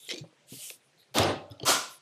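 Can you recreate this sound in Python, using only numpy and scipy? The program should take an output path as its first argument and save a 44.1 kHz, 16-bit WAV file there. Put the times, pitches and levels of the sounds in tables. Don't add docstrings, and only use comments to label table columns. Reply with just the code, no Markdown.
import sys
import numpy as np
from scipy import signal
from scipy.io import wavfile

SR = 44100
rng = np.random.default_rng(int(sys.argv[2]) if len(sys.argv) > 2 else 0)


def undo_db(level):
    steps = np.asarray(level, float) / 20
    return 10 ** steps


def wrap_up_sound(samples):
    columns = np.atleast_2d(samples).T
    tamed = np.clip(columns, -1, 1)
    steps = np.round(tamed * 32767).astype(np.int16)
    wavfile.write(sys.argv[1], SR, steps)


N = 88861

# (time [s], level [dB], swell [s], hold [s], extra fade [dB/s^2])
BANGS = [
    (1.1405, -21.5, 0.057, 0.11, 57),
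    (1.651, -19, 0.051, 0.0022, 128),
]
# (early treble loss [dB/s/kHz], lag of lows [cycles], tail length [factor], box level [dB])
BUILD_UPS = [
    (23.1, 3.7, 0.67, -29),
    (10, 1.8, 1.205, -30.5),
]
# (frequency [Hz], density [dB/Hz])
LID_COLOUR = [(29, -48.5), (50, -31), (108, -5.5), (174, -14.5), (317, -5.5), (2440, -13.5), (3500, -7),
              (9360, -20), (15500, -15.5)]
LATCH_COLOUR = [(29, -63), (50, -56), (501, -5.5), (622, -3.5), (957, -14.5), (1370, -14), (2380, -6),
                (6690, -2.5), (15500, -14.5)]
# (frequency [Hz], t60 [s])
GARAGE_T60 = [(60, 0.75), (250, 0.49), (1000, 0.36), (4000, 0.48), (8000, 0.39), (15000, 0.25)]
# (frequency [Hz], level [dB], t60 [s])
LID_MODES = [(233, -3, 0.38), (320, -5.5, 0.59), (1240, -7, 0.51), (542, -40.5, 0.19), (581, -3.5, 0.9),
             (645, -5, 0.13), (764, -0.5, 0.56), (833, -10, 0.78), (1062, -11, 0.64)]
LATCH_MODES = [(305, -7.5, 0.38), (653, -7.5, 0.23), (738, -8, 0.46), (1019, 0.5, 0.55), (1177, 0, 0.45),
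               (1263, -7.5, 0.45), (1367, -1, 0.56), (1450, -4, 0.59)]
# (time [s], peak [dB], pitch [factor])
LATCH_SLIPS = [(.0902, -25, 1), (.0935, -28, 1), (.0992, -28, 1), (.1008, -31, 1), (.1025, -32, 1),
               (.1052, -23, 1), (.1078, -25, 1), (.112, -19, 1), (.1148, -25, 1), (.1172, -33, 1),
               (.1203, -26, 1), (.122, -30, 1), (.1243, -32, 1.05), (.1305, -34, 1.05), (.1365, -30, 1.1),
               (.1422, -28, 1.15), (.1593, -36, 1.15), (.166, -39, 1.15), (.176, -37, 1.17),
               (.1819, -29, 1.17), (.1845, -35, 1.17), (.188, -38, 1.17), (.195, -42, 1.1)]
# (frequency [Hz], level [dB], t60 [s])
PLASTIC_MODES = [(2083, -2.5, 0.031), (2470, -5.5, 0.015), (3220, 6, 0.013), (3880, 6, 0.012),
                 (4870, -9, 0.0056), (5340, 6.5, 0.0053), (6250, -12.5, 0.033), (7300, -9, 0.014),
                 (8900, -10.5, 0.0092), (11030, -3.5, .008)]
# (time [s], level [dB], frequency [Hz], t60 [s], broad crack level [dB])
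TICKS = [ (.049, -44, 7700, .01, -62), (.049, -37, 10100, 0.011, -80), (.0717, -36, 3240, 0.016, -72),
         (.083, -36, 7130, 0.015, -60), (.083, -52, 9300, .01, -80), (.7018, -27.5, 2660, 0.0095, -25),
         (.7022, -20, 3470, 0.0041, -80), (.7022, -29, 5300, 0.0066, -81), (1.03, -47.5, 1950, 0.0075, -57),
         (1.184, -5, 3690, 0.0072, 0), (1.218, -45, 4070, 0.0099, -17), (1.232, -27, 5010, 0.054, -12.5),
         (1.5, -50.5, 11870, 0.017, -75), (1.501, -49, 3430, 0.015, -60), (1.51, -46, 5100, 0.03, -53),
         (1.511, -45, 3490, 0.03, -46), (1.518, -49.5, 5000, .03, -44), (1.518, -63, 6540, 0.028, -80),
         (1.518, -47, 9900, 0.0082, -57), (1.518, -43.5, 3720, 0.021, -61), (1.5796, -49, 3750, 0.011, -56),
         (1.599, -30, 3230, 0.014, -50), (1.599, -35.5, 4460, 0.013, -80), (1.598, -40, 5200, 0.011, -74),
         (1.617, -61, 3080, 0.017, -55), (1.6315, -30, 3100, 0.015, -46), (1.6325, -28, 4470, 0.0094, -43),
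         (1.6315, -40, 6200, 0.013, -59), (1.637, -32, 4150, 0.0066, -43)]
# (time [s], level [dB], frequency [Hz], t60 [s])
BUMPS = [(0.084, -49.5, 427, 0.36), (0.111, -42.5, 498.5, 0.28), (0.132, -35.5, 359, 0.067),
         (0.17, -42, 321.4, 0.28), (.206, -35.5, 151, 0.15), (.232, -41, 155, 0.12),
         (0.239, -45, 563, 0.073), (0.249, -47, 320, 0.096), (0.326, -58, 483, 0.035),
         (.45, -63, 150, 0.22), (0.516, -46.5, 123.7, 0.11), (0.52, -39.5, 255, 0.041),
         (.527, -48.5, 424, 0.091), (.537, -47, 296, 0.063), (0.563, -48.5, 144, 0.068),
         (0.7061, -44.5, 500, 0.033), (1.108, -60.5, 131.4, 0.53), (1.152, -34, 670, 0.11),
         (1.164, -36, 762, 0.069), (1.176, -29, 285.3, 0.22), (1.186, -22, 97.6, 0.42),
         (1.236, -29.5, 328.4, 0.23), (1.502, -37, 102, 0.098), (1.51, -48.5, 294, 0.19),
         (1.6, -50.5, 690, 0.36), (1.611, -39.5, 304, 0.094), (1.628, -31.5, 134, 0.049),
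         (1.632, -34, 432, 0.13), (1.688, -32, 626, 0.15), (1.716, -33.5, 1017, 0.15)]
# (start [s], fullest [s], end [s], level [dB])
STROKES = [
    (.02, .105, 0.12, -53.5),
    (-.1, 0.025, .1, -58.5),
    (0.153, 0.19, 0.26, -72),
    (0.456, 0.532, 0.59, -48.5),
    (0.503, 0.632, 0.807, -43),
    (0.95, 1, 0.72, -73),
]
# (frequency [Hz], density [dB/Hz])
SLEEVE_COLOUR = [(710, -62.5), (1200, -19), (1970, -29), (2470, -0.5), (3100, -0.5), (4720, -3), (8730, 1),
                 (11800, -0.5), (15800, -11)]
# (start [s], # fullest [s], end [s], level [dB], frequency [Hz])
WEAVES = [(-.06, .07, .2, -56, 3600), (1.21, 1.28, 1.36, -52, 8900), (.52, .64, .78, -50, 9000),
          (.55, .64, .74, -54, 3000), (.96, 1.01, 1.07, -63, 4100), (.97, 1.01, 1.04, -70, 11800),
          (.82, .86, .9, -72, 9800), (1.42, 1.53, 1.62, -66, 1350), (1.6, 1.635, 1.66, -58, 3200),
          (1.6, 1.64, 1.66, -59, 4700), (1.3, 1.37, 1.46, -56, 2600), (1.65, 1.69, 1.8, -34, 3200)]
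# (start [s], fullest [s], end [s], level [dB], frequency [Hz])
STREAKS = [(-.1, .03, .1, -61, 10300), (-.1, .02, .06, -67, 7400), (.05, .085, .13, -62, 7400),
           (0, .04, .08, -70, 11300), (.17, .19, .23, -59, 7200), (.18, .197, .23, -62, 5700),
           (.17, .19, .24, -64, 2500), (.17, .195, .24, -64, 4000), (.36, .46, .5, -72, 580),
           (.56, .6, .65, -70, 600), (.57, .62, .7, -73, 790), (1.87, 1.915, 1.95, -61, 11800),
           (1.9, 1.94, 1.99, -56, 10800), (1.89, 1.925, 1.95, -59, 9500), (1.94, 1.978, 1.99, -60, 9300)]
# (start [s], fullest [s], end [s], level [dB], frequency [Hz])
LAST_STROKE = [
    (1.86, 1.945, 1.993, -56, 11200),
]
# (frequency [Hz], density [dB/Hz])
FLOOR_COLOUR = [(18, -60), (30, -61), (100, -13.5), (447, -8), (581, -9.5), (1090, -15.5), (2730, -14),
                (9600, -24.5), (15800, -58)]

DUCK_DB, BANG_RISE_S, BOX_MODE_T60_S = -20.5, 0.00099, 0.045
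SLIP_FADE_S, SLIP_RISE_S, LATCH_TOP_HZ = 0.0011, 0.0003, 8500
CRACK_T60_S, CRACK_LOW_HZ, CRACK_TOP_HZ = 0.011, 1500, 11200
PUSH_CYCLES, RUMBLE_FULL_HZ = 1.08, 600
TICK_WOBBLE, BUMP_WOBBLE, WOBBLE_RATE_SHARE = 0.033, 0.045, 0.25
WEAVE_WIDTH, STREAK_WIDTH = 0.1, 0.05
FLOOR_DB, HUM_HZ, HUM_DB = -67.5, 144.3, -77.5
MIC_CUT_HZ, TOP_CUT_HZ = 84, 16200


def bang(event, build_up, colour, modes):
    start_s, level_db, swell_s, hold_s, fade = event
    loss_db, lag_cycles, tail_factor, box_db = build_up
    t = np.arange(N) / SR - start_s
    early = np.clip(t, 0, swell_s + hold_s)
    late = np.maximum(t - swell_s - hold_s, 0)
    duck_db = DUCK_DB * np.clip(1 - t / swell_s, 0, 1) ** 2.43
    gain = (t > 0) * undo_db(duck_db - fade * late ** 2) * np.clip(t / BANG_RISE_S, 0, 1)

    room = np.zeros(N)
    for hz, noise in bands(colour, patchy_db=1.0):
        build = np.clip(t * hz / lag_cycles, 0, 1) ** 2
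        decay_db = -60 * late / (tail_factor * at_hz(GARAGE_T60, hz))
        room += noise * build * undo_db(decay_db - loss_db * early * hz / 1000)

    box = np.zeros(N)
    for hz, mode_db, t60 in modes:
        build = np.clip(t * hz / lag_cycles, 0, 1) ** 2
        tone = rms_one(ring(rng.standard_normal(N), hz, BOX_MODE_T60_S))
        box += tone * build * undo_db(mode_db - 60 * np.maximum(t - swell_s, 0) / t60)
    return gain * (undo_db(level_db) * room + undo_db(box_db) * box)


def rattle():
    out, t = np.zeros(N), np.arange(1500) / SR
    dull = signal.butter(2, LATCH_TOP_HZ, fs=SR, output="sos")
    envelope = np.exp(-t / SLIP_FADE_S) - np.exp(-t / SLIP_RISE_S)
    for start_s, peak_db, pitch in LATCH_SLIPS:
        scrapes = np.diff(envelope * rng.standard_normal((len(PLASTIC_MODES), len(t))), prepend=0)
        luck_db = rng.normal(0, 2.5, len(PLASTIC_MODES))
        slip = np.zeros(len(t))
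        for scrape, own_db, (hz, mode_db, t60) in zip(scrapes, luck_db, PLASTIC_MODES):
            slip += undo_db(mode_db + own_db) / hz * ring(scrape, hz * pitch, t60)
        slip = signal.sosfilt(dull, slip)
        i = int(start_s * SR)
        out[i:i + len(t)] += undo_db(peak_db) * slip / np.abs(slip).max()
    return out


def ticks():
    out, t = np.zeros(N + 8000), np.arange(8000) / SR
    crack_band = signal.butter(2, [CRACK_LOW_HZ, CRACK_TOP_HZ], "band", fs=SR, output="sos")
    rise = 1 - np.exp(-t / 0.0006)
    for start_s, level_db, hz, t60, crack_db in TICKS:
        burst = rng.standard_normal(len(t)) * undo_db(crack_db - 7.5 - 60 * t / CRACK_T60_S)
        crack = signal.sosfilt(crack_band, burst)
        tone = undo_db(level_db - 60 * t / t60) * wobbly(t, hz, TICK_WOBBLE)
        i = int(start_s * SR)
        out[i:i + len(t)] += (tone + crack) * rise
    return out[:N]


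def bumps():
    out, t = np.zeros(N + 24000), np.arange(24000) / SR
    for start_s, level_db, hz, t60 in BUMPS:
        push_s = PUSH_CYCLES / hz
        rise = np.sin(np.pi / 2 * np.clip(t / push_s, 0, 1)) ** 2
        shape = rise * undo_db(level_db - 60 * np.maximum(t - push_s, 0) / t60)
        rumble = band_noise(len(t), hz / 2.08, hz * 1.27)
        rumble_gain = min(hz / RUMBLE_FULL_HZ, 0.8) ** 2
        i = int(start_s * SR)
        out[i:i + len(t)] += shape * (wobbly(t, hz, BUMP_WOBBLE) + rumble_gain * rms_one(rumble))
    return out[:N]


def sleeve():
    hiss = sum(noise for _, noise in bands(SLEEVE_COLOUR, patchy_db=2.0))
    rubs = hiss * sum(stroke(*row) for row in STROKES)
    rubs = rubs + narrow(WEAVES, WEAVE_WIDTH) + narrow(STREAKS, STREAK_WIDTH)
    *row, hz = LAST_STROKE[0]
    slide = rms_one(band_noise(N, hz / 1.2, hz * 1.13))
    return rubs + stroke(*row) * slide * undo_db(2 * drift(40))


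def garage_floor():
    hum = rms_one(ring(rng.standard_normal(N), HUM_HZ, 0.2))
    hiss = sum(noise for _, noise in bands(FLOOR_COLOUR, patchy_db=2.5))
    return undo_db(FLOOR_DB) * hiss + undo_db(HUM_DB) * hum


def small_room(x, wet_db, t60):
    t = np.arange(SR // 2) / SR
    tail = rng.standard_normal(len(t)) * undo_db(-60 * t / t60) * np.clip(t / 0.006, 0, 1)
    tail /= np.sqrt(np.sum(tail ** 2))
    return x + undo_db(wet_db) * signal.fftconvolve(x, tail)[:N]


def stroke(start_s, full_s, end_s, level_db):
    ramp = np.interp(np.arange(N) / SR, [start_s, full_s, end_s], [0, 1, 0])
    return undo_db(level_db) * np.sin(np.pi / 2 * ramp) ** 2


def narrow(rows, width):
    out = np.zeros(N)
    for *row, hz in rows:
        once = ring(rng.standard_normal(N), hz, 2 / (width * hz))
        out += stroke(*row) * rms_one(ring(once, hz, 1 / (width * hz)))
    return out


def bands(spectrum, patchy_db):
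    edges_hz = 32 * 2 ** np.arange(0, 9.1, 1 / 3)
    white = rng.standard_normal((2, N))
    out = []
    for k, (low, high) in enumerate(zip(edges_hz, edges_hz[1:])):
        hz = np.sqrt(low * high)
        part = signal.sosfilt(signal.butter(2, [low, high], "band", fs=SR, output="sos"), white[k % 2])
        inside = spectrum[0][0] < hz * 1.1
        out.append((hz, inside * part * undo_db(at_hz(spectrum, hz) + patchy_db * drift(14))))
    total = np.std(sum(part for _, part in out))
    return [(hz, part / total) for hz, part in out]


def band_noise(n, low_hz, high_hz):
    sos = signal.butter(2, [low_hz, high_hz], "band", fs=SR, output="sos")
    return signal.sosfilt(sos, rng.standard_normal(n))


def ring(x, hz, t60):
    r, w = undo_db(-60 / (t60 * SR)), 2 * np.pi * hz / SR
    return signal.lfilter([0, np.sin(w)], [1, -2 * r * np.cos(w), r * r], x + 1e-18)


def wobbly(t, hz, share):
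    r = np.exp(-2 * np.pi * WOBBLE_RATE_SHARE * hz / SR)
    wander = rms_one(signal.lfilter([1], [1, -2 * r, r * r], rng.standard_normal(len(t))))
    return np.sin(2 * np.pi * hz * np.cumsum(1 + share * wander) / SR)


def drift(rate_hz):
    r = np.exp(-80 * np.pi * rate_hz / SR)
    slow = signal.lfilter([1], [1, -2 * r, r * r], rng.standard_normal(N // 40 + 2002))[2000:]
    return np.interp(np.arange(N) / 40, np.arange(len(slow)), rms_one(slow))


def at_hz(points, hz):
    points = np.array(points)
    return np.interp(np.log(hz), np.log(points[:, 0]), points[:, 1])


def rms_one(x):
    return x / np.sqrt(np.mean(x ** 2) + 1e-20)


def scene():
    lid = bang(BANGS[0], BUILD_UPS[0], LID_COLOUR, LID_MODES)
    latch = bang(BANGS[1], BUILD_UPS[1], LATCH_COLOUR, LATCH_MODES)
    small = small_room(rattle() + ticks() + bumps(), wet_db=-12, t60=0.2)
    return (lid + latch + small + sleeve() + garage_floor())[None]


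def band_limit(x):
    return signal.sosfilt(signal.butter(12, 16270, fs=SR, output="sos"), x)


def record(dry):
    x = signal.sosfilt(signal.butter(3, MIC_CUT_HZ, "high", fs=SR, output="sos"), dry)
    x = signal.sosfilt(signal.cheby2(12, 70, TOP_CUT_HZ, fs=SR, output="sos"), x)
    return band_limit(x)


dry = scene()
out = record(dry)
wrap_up_sound(out)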